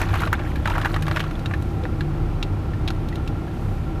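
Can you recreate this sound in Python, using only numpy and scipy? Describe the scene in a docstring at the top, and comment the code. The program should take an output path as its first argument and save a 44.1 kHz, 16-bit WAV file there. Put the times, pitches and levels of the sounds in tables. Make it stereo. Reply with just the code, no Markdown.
"""Water slaps beside a small boat for a second and a half, crackling and throwing spray.
Each slap is an impact that sets a pocket of trapped air ringing; drops and bubbles follow.
Then the calm water only drips and gurgles at the hull, while net and line tick as they are handled.
Throughout, the engine idles with a low throb: harmonics of its firing rate, rumble and hull resonance."""
import sys
import numpy as np
from scipy import signal
from scipy.fft import rfft, irfft
from scipy.io import wavfile

SR = 44100
rng = np.random.default_rng(int(sys.argv[2]) if len(sys.argv) > 2 else 0)


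def transcribe(signal):
    """Save signal, clipped to [-1, 1], as a 16-bit WAV file at the path in sys.argv[1]."""
    frames = np.atleast_2d(signal).T
    limited = np.clip(frames, -1, 1)
    pcm = np.round(limited * 32767).astype(np.int16)
    wavfile.write(sys.argv[1], SR, pcm)


N = 176400
TIME = np.arange(N) / SR
CUTOFF_HZ = 15500
HIT_SIDE_DB = -9   # narrows the stereo image of the bursts
WASH_T60_S, BUBBLE_RISE = 0.048, 0.12   # rise: fractional gain in pitch while a bubble falls 60 dB

# Spectra of churned water, its crackle and its spray. Each row: frequency in Hz, gain in dB.
WASH_SPECTRUM = [(250, -20), (450, -6), (650, -2), (1000, -0.5), (1750, 1.5), (2050, -5), (3000, -16.5),
                 (7000, -70)]
CRACKLE_SPECTRUM = [(1000, -38), (2400, 4), (3800, -3), (5500, -13), (10000, -26)]
SPRAY_SPECTRUM = [(3000, -15), (6000, 2), (8500, -2), (12500, 1), (16000, -13)]


def from_db(db):
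    """Amplitude ratio of a level in decibels."""
    return 10 ** (np.asarray(db) / 20)


def rms_one(x):
    """Normalisation to unit rms."""
    return x / np.sqrt(np.mean(x ** 2) + 1e-20)


def in_time(rows):
    """Linear interpolation of each column of a timed curve at every sample."""
    times, *columns = np.transpose(rows)
    return [np.interp(TIME, times, column) for column in columns]


def colour(x, spectrum):
    """Zero-phase filtering by a gain curve interpolated over log frequency."""
    hz, db = np.transpose(spectrum)
    bins = np.maximum(np.arange(N // 2 + 1) * SR / N, 1)
    gain = from_db(np.interp(np.log(bins), np.log(hz), db))
    return irfft(rfft(x) * gain, N)


def drift(corner_hz):
    """Low-passed noise: a random wander of unit rms."""
    bins = np.arange(N // 2 + 1) * SR / N
    return rms_one(irfft(rfft(rng.standard_normal(N)) / (1 + (bins / corner_hz) ** 2), N))


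def stereo(mid, side, side_db=0):
    """Mid-side stereo: an uncorrelated side signal widens the image, most in the treble."""
    # Stereo width. Each row: frequency in Hz, gain of the side signal in dB.
    width = [(30, -16), (130, -15.5), (350, -15), (700, -10), (2800, -8.5), (5500, -4.5), (11000, -2)]
    return rms_one(mid) + from_db(side_db) * colour(rms_one(side), width) * np.array([[1], [-1]])


def noise(spectrum, side_db=0):
    """Filtered Gaussian noise in stereo, its mid signal at unit rms."""
    return stereo(*colour(rng.standard_normal((2, N)), spectrum), side_db)


def clumped_noise(spectrum):
    """Fast random amplitude modulation breaks noise into spurts, as of tiny droplets."""
    spurts = from_db(-1.5 * np.clip(drift(corner_hz=500), -2, 2))
    return stereo(*colour(spurts * rng.standard_normal((2, N)), spectrum), HIT_SIDE_DB)


def decays(times, levels_db, t60_s, attack_s=0.00022):
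    """Envelope of bursts that add in energy, swell quickly and decay exponentially."""
    kicks = np.zeros(N)
    kicks[(times * SR).astype(int)] = from_db(levels_db) ** 2
    energy = signal.lfilter([1], [1, -from_db(-60 / (t60_s * SR)) ** 2], kicks + 1e-18)
    lag = np.exp(-1 / (attack_s * SR))
    return signal.lfilter([1 - lag], [1, -lag], np.sqrt(energy))


def pings(times, levels_db, pitches, cycles, rise=0):
    """Damped oscillators that fall 60 dB in `cycles` periods while the pitch gains the fraction `rise`."""
    out, t = np.zeros(N + SR), TIME[:SR // 5]
    for start_s, db, hz in zip(times, levels_db, pitches):
        turns, start = hz * t, int(start_s * SR)
        envelope = (1 - np.exp(-2 * turns)) * from_db(db - 60 * turns / cycles)
        phase = 2 * np.pi * turns * (1 + rise * turns / cycles / 2)
        out[start:start + len(t)] += envelope * np.sin(phase) * rng.choice([-1, 1])
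    return out[:N]


def engine(firing_hz=33.11, speed_wobble=0.0117, flicker_db=3.5, throb=0.16):
    """Forced vibration: periodic firing gives harmonics and modulates rumble and hull resonances."""
    # Engine tones. Each row: multiple of the firing rate, level in dB.
    orders = [(1, -30.5), (2, -34), (3, -30.5)]
    # Spectra of the rumble and of the bass that swells and sags. Each row: frequency in Hz, gain in dB.
    rumble_spectrum = [(15, -28), (48, -2), (88, 2), (130, -3.5), (210, -7.5), (380, -15), (650, -21),
                       (1300, -25.5), (1600, -30.5), (8000, -76)]
    bass_spectrum = [(70, 0.5), (240, -19.5)]
    # Hull resonances. Each row: frequency in Hz, bandwidth in Hz, level in dB.
    hull_modes = [(322.7, 51, -36.5), (782.4, 70, -46), (1365, 51, -50)]
    # Swells of a hum above the tones, and of the bass. Each row: time in seconds, gain in dB.
    hum_curve = [(0, -36.5), (.8, -36.5), (1.03, -27.5), (1.3, -34.5), (1.9, -36), (2.04, -28.5),
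                 (2.35, -34), (4, -33.5)]
    bass_curve = [(0, 2.5), (1, 0), (1.8, 0), (2.17, 1.5), (3.35, 0), (3.5, -7.5), (3.65, 1.5), (4, -4.5)]
    phase = 2 * np.pi * np.cumsum(firing_hz * (1 + speed_wobble * drift(2.3))) / SR
    tones = 0
    for order, db in orders:
        flicker = from_db(flicker_db * drift(6.7))
        tones += from_db(db) * rms_one(flicker * np.sin(order * phase + 2 * np.pi * rng.random()))
    shake = from_db(-27.5) * noise(rumble_spectrum)
    for hz, width_hz, db in hull_modes:
        band = signal.butter(2, [hz - width_hz / 2, hz + width_hz / 2], "band", fs=SR, output="sos")
        shake += from_db(db) * stereo(*signal.sosfilt(band, rng.standard_normal((2, N))))
    hum_db, = in_time(hum_curve)
    bass_db, = in_time(bass_curve)
    hum = from_db(hum_db) * rms_one(np.sin(4.6 * phase))
    idle = tones + hum + shake * (1 + throb * np.cos(phase))
    return idle + (from_db(bass_db) - 1) * colour(idle, bass_spectrum)


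def hiss():
    """Stationary broadband noise, heard as a faint hiss."""
    # Spectrum of the hiss. Each row: frequency in Hz, gain in dB.
    hiss_spectrum = [(880, -32), (1500, -12), (1780, -3), (2400, -2), (3660, -8.5), (7320, -19.5),
                     (13800, -22.5), (16000, -50)]
    return from_db(-51) * noise(hiss_spectrum)


def droplets(spectrum, per_band_per_s, bands=32, spread_db=6):
    """Shot noise: droplets of uneven size strike at random, each briefly ringing one narrow band."""
    out, edges = 0, np.geomspace(400, CUTOFF_HZ, bands + 1)
    for band in zip(edges, edges[1:]):
        size, when, place = rng.random((int(per_band_per_s * N / SR), 3)).T
        size_db = spread_db * np.minimum(-np.log(1 - size), 4)
        height = from_db(size_db) * rng.choice([-1, 1], len(size))
        clicks = np.zeros((2, N))
        clicks[:, (when * N).astype(int)] = height, height * (place - .5)   # mid, side
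        out += signal.sosfilt(signal.butter(1, band, "band", fs=SR, output="sos"), clicks + 1e-18)
    return stereo(*colour(out, spectrum))


def bubbles(count=360, low_hz=570, high_hz=4370):
    """Bubble resonance at random moments and pitches, the higher ones weaker."""
    when, pitch, weakness = rng.random((count, 3)).T
    hz = low_hz * (high_hz / low_hz) ** pitch
    db = 20 - 6.5 * weakness - 8 * pitch
    return pings(when * N / SR, db, hz, cycles=35, rise=BUBBLE_RISE)


def falling_drops(settle_db_per_s=25):
    """Many small impacts and bubbles add up to spatter between the slaps, then die away exponentially."""
    # Strength of the spatter. Each row: time in seconds, midrange gain in dB, treble gain in dB.
    spatter_curve = [(0,-34,-47.5),(.08,-41.5,-58),(.15,-38.5,-52),(.27,-38.5,-55),(.305,-54,-72),(.36,-47.5,-69),(.46,-43.5,-60),(.62,-53,-66),(.70,-34,-55),(.81,-39.5,-58),(.93,-44,-57.5),(1.02,-49,-60.5),(1.2,-41,-56.5),(1.25,-46,-65),(1.7,-73,-65.5)]
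    middle_db, treble_db = in_time(spatter_curve)
    settle = from_db(-settle_db_per_s * np.maximum(TIME - spatter_curve[-1][0], 0))
    spatter = from_db(middle_db) * (from_db(2) * droplets(WASH_SPECTRUM, per_band_per_s=130) + bubbles())
    patter = from_db((middle_db + treble_db) / 2 + 2.5) * droplets(CRACKLE_SPECTRUM, per_band_per_s=420)
    fizz = from_db(treble_db + 1.5) * droplets(SPRAY_SPECTRUM, per_band_per_s=420)
    return settle * (spatter + patter + fizz)


def splashes(spray_t60_s=0.04):
    """Impact and air resonance: each slap pops, rings a trapped pocket, churns, crackles and sprays."""
    # Slaps of water. Each row: start in seconds, pitch of the trapped air in Hz,
    # then relative levels of body, crackle and spray in dB.
    slaps = [(0.016,2320,-20.5,-41,-35.5),(0.031,1800,-26,-42,-60),(.089,1430,-30.5,-41,-54),(0.14,1085,-26.5,-33,-44),(0.156,1260,-25,-38,-47),(0.204,1490,-27.5,-36,-42),(.218,1196,-23,-36,-42),(0.234,1360,-25,-35,-51),(0.274,1150,-26.5,-37.5,-59),(0.3287,1425,-16,-35,-32.5),(0.34,1520,-23,-52,-61),(0.393,1120,-33.5,-40,-63),(0.558,1700,-32,-37,-47.5),(0.656,1670,-21,-32.5,-43),(0.674,1250,-25,-30,-44),(0.699,1210,-34,-32,-48),(0.755,1180,-22.5,-43,-52),(.78,1380,-22.5,-39,-41.5),(0.814,1760,-28,-33,-44),(0.848,1620,-20,-30.5,-54),(.856,1645,-16.5,-40,-40),(.942,1820,-25,-31,-51),(0.9623,1240,-23.5,-37,-45),(1.023,1740,-33.5,-34,-39.5),(1.067,1700,-31,-38,-50),(1.081,1730,-25.5,-36.5,-44),(1.112,1224,-26,-31,-49),(1.161,950,-27.5,-27,-50),(1.17,1810,-22,-31,-51),(1.195,1130,-36,-31,-48),(1.203,1640,-24.5,-27,-42),(1.239,1200,-33,-39,-65),(1.31,1370,-34.5,-42.5,-54),(1.511,1200,-30,-44,-65),(1.537,1705,-26.5,-34.5,-56)]
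    times, hz, body_db, crackle_db, spray_db = np.transpose(slaps)
    pops = pings(times, body_db + 13, hz, cycles=4)
    pockets = pings(times + 2 / hz, body_db + 7, hz, cycles=25, rise=BUBBLE_RISE)
    wash = decays(times, body_db + 1, WASH_T60_S) * noise(WASH_SPECTRUM, HIT_SIDE_DB)
    crackle = decays(times, crackle_db + 2, spray_t60_s) * clumped_noise(CRACKLE_SPECTRUM)
    spray = decays(times, spray_db + 1.5, spray_t60_s) * noise(SPRAY_SPECTRUM, HIT_SIDE_DB)
    return pops + pockets + wash + crackle + spray


def boat_echo(x, level_db=-11.5, t60_s=0.056, cut_hz=12300):
    """Scattering off hull and deck: convolution with a short noise tail, partly different in each ear."""
    t = TIME[:SR // 4]
    lowpass = signal.butter(2, cut_hz, fs=SR, output="sos")
    mid, side = signal.sosfilt(lowpass, rng.standard_normal((2, len(t)))) * from_db(-60 * t / t60_s)
    response = rms_one(mid + .5 * side * np.array([[1], [-1]]))
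    response *= np.sqrt(2 * cut_hz / SR / len(t))   # about unit gain in the passband
    return from_db(level_db) * signal.fftconvolve(x, response, axes=1)[:, :N]


def gurgles():
    """Bubble resonance near the hull: a small plash, and a plink or gurgle that rings on and rises."""
    # Single drips and bubbles. Each row: start in seconds, level in dB, starting pitch in Hz.
    drips = [(.020,-25.5,2330),(.353,-31.5,3500),(.942,-28.5,3800),(1.354,-31.5,3400),(1.836,-23,490),(2.008,-24.5,1660),(2.735,-29,1750),(3.126,-29,1920),(3.48,-33,1660)]
    times, db, hz = np.transpose(drips)
    plash = decays(times, db - 15, WASH_T60_S) * clumped_noise(CRACKLE_SPECTRUM)
    return plash + pings(times, db, hz, cycles=60, rise=BUBBLE_RISE)


def ticks(burst_t60_s=0.034):
    """Impulsive excitation: net and line rattle, snap and knock, and the tackle's modes ring briefly; two high
    drips strike the same way."""
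    # Ticks of net and line, with two high drips of water at 1.393 s and 1.623 s. Each row: start in seconds,
    # reference level in dB, then snap and knock in dB relative to it.
    contacts = [(1.393,-33.5,-18,-8),(1.459,-23.5,-24,-4),(1.623,-40,-5,-8),(1.853,-37,-42,11),(2.008,-28,-19,-2),(2.4275,-16.5,-29,-12),(2.877,-20.5,-22,-7.5),(2.884,-21,-29,-15),(2.904,-26,-17,-1.5),(3.087,-31,-18,-21),(3.156,-29,-18,-9),(3.276,-26,-21,-16)]
    # Spectrum of the rattle. Each row: frequency in Hz, gain in dB.
    rattle_spectrum = [(500, -26), (1900, -3), (2700, 2), (3200, 1), (3800, 6.5), (4700, -5.5), (7500, -15),
                       (14000, -37)]
    # Modes of the tackle. Each row: frequency in Hz, relative level in dB, seconds to fall 60 dB.
    tackle_modes = [(2705, -4.5, 0.017), (3764, -9, 0.018), (5540, -14, 0.012)]
    times, db, snap_db, knock_db = np.transpose(contacts)
    rattle = decays(times, db - 7, burst_t60_s) * noise(rattle_spectrum, HIT_SIDE_DB)
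    snap = decays(times, db + snap_db, burst_t60_s) * noise(SPRAY_SPECTRUM, HIT_SIDE_DB)
    knock = decays(times, db + knock_db, burst_t60_s) * noise(WASH_SPECTRUM, HIT_SIDE_DB)
    ring = 0
    for hz, mode_db, t60_s in tackle_modes:
        ring_db = db + mode_db + rng.normal(0, 2.2, len(times))
        ring += pings(times, ring_db, np.full(len(times), hz), cycles=hz * t60_s)
    return rattle + snap + knock + ring


def swish(peak_s=3.67, width_s=0.11):
    """Treble noise under a Gaussian envelope, heard as a brief, soft rustle."""
    envelope = np.exp(-((TIME - peak_s) / width_s) ** 2 / 2)
    return from_db(-60.5) * envelope * noise(SPRAY_SPECTRUM)


def scene():
    """Superposition of nearby water and tackle, their echo, the engine and a faint hiss."""
    close = splashes() + ticks() + gurgles()
    return engine() + close + boat_echo(close) + falling_drops() + swish() + hiss()


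def record(dry):
    """An elliptic low-pass filter cuts the highest treble steeply."""
    return signal.sosfilt(signal.ellip(10, .2, 80, CUTOFF_HZ, fs=SR, output="sos"), dry)


dry = scene()
out = record(dry)
transcribe(out)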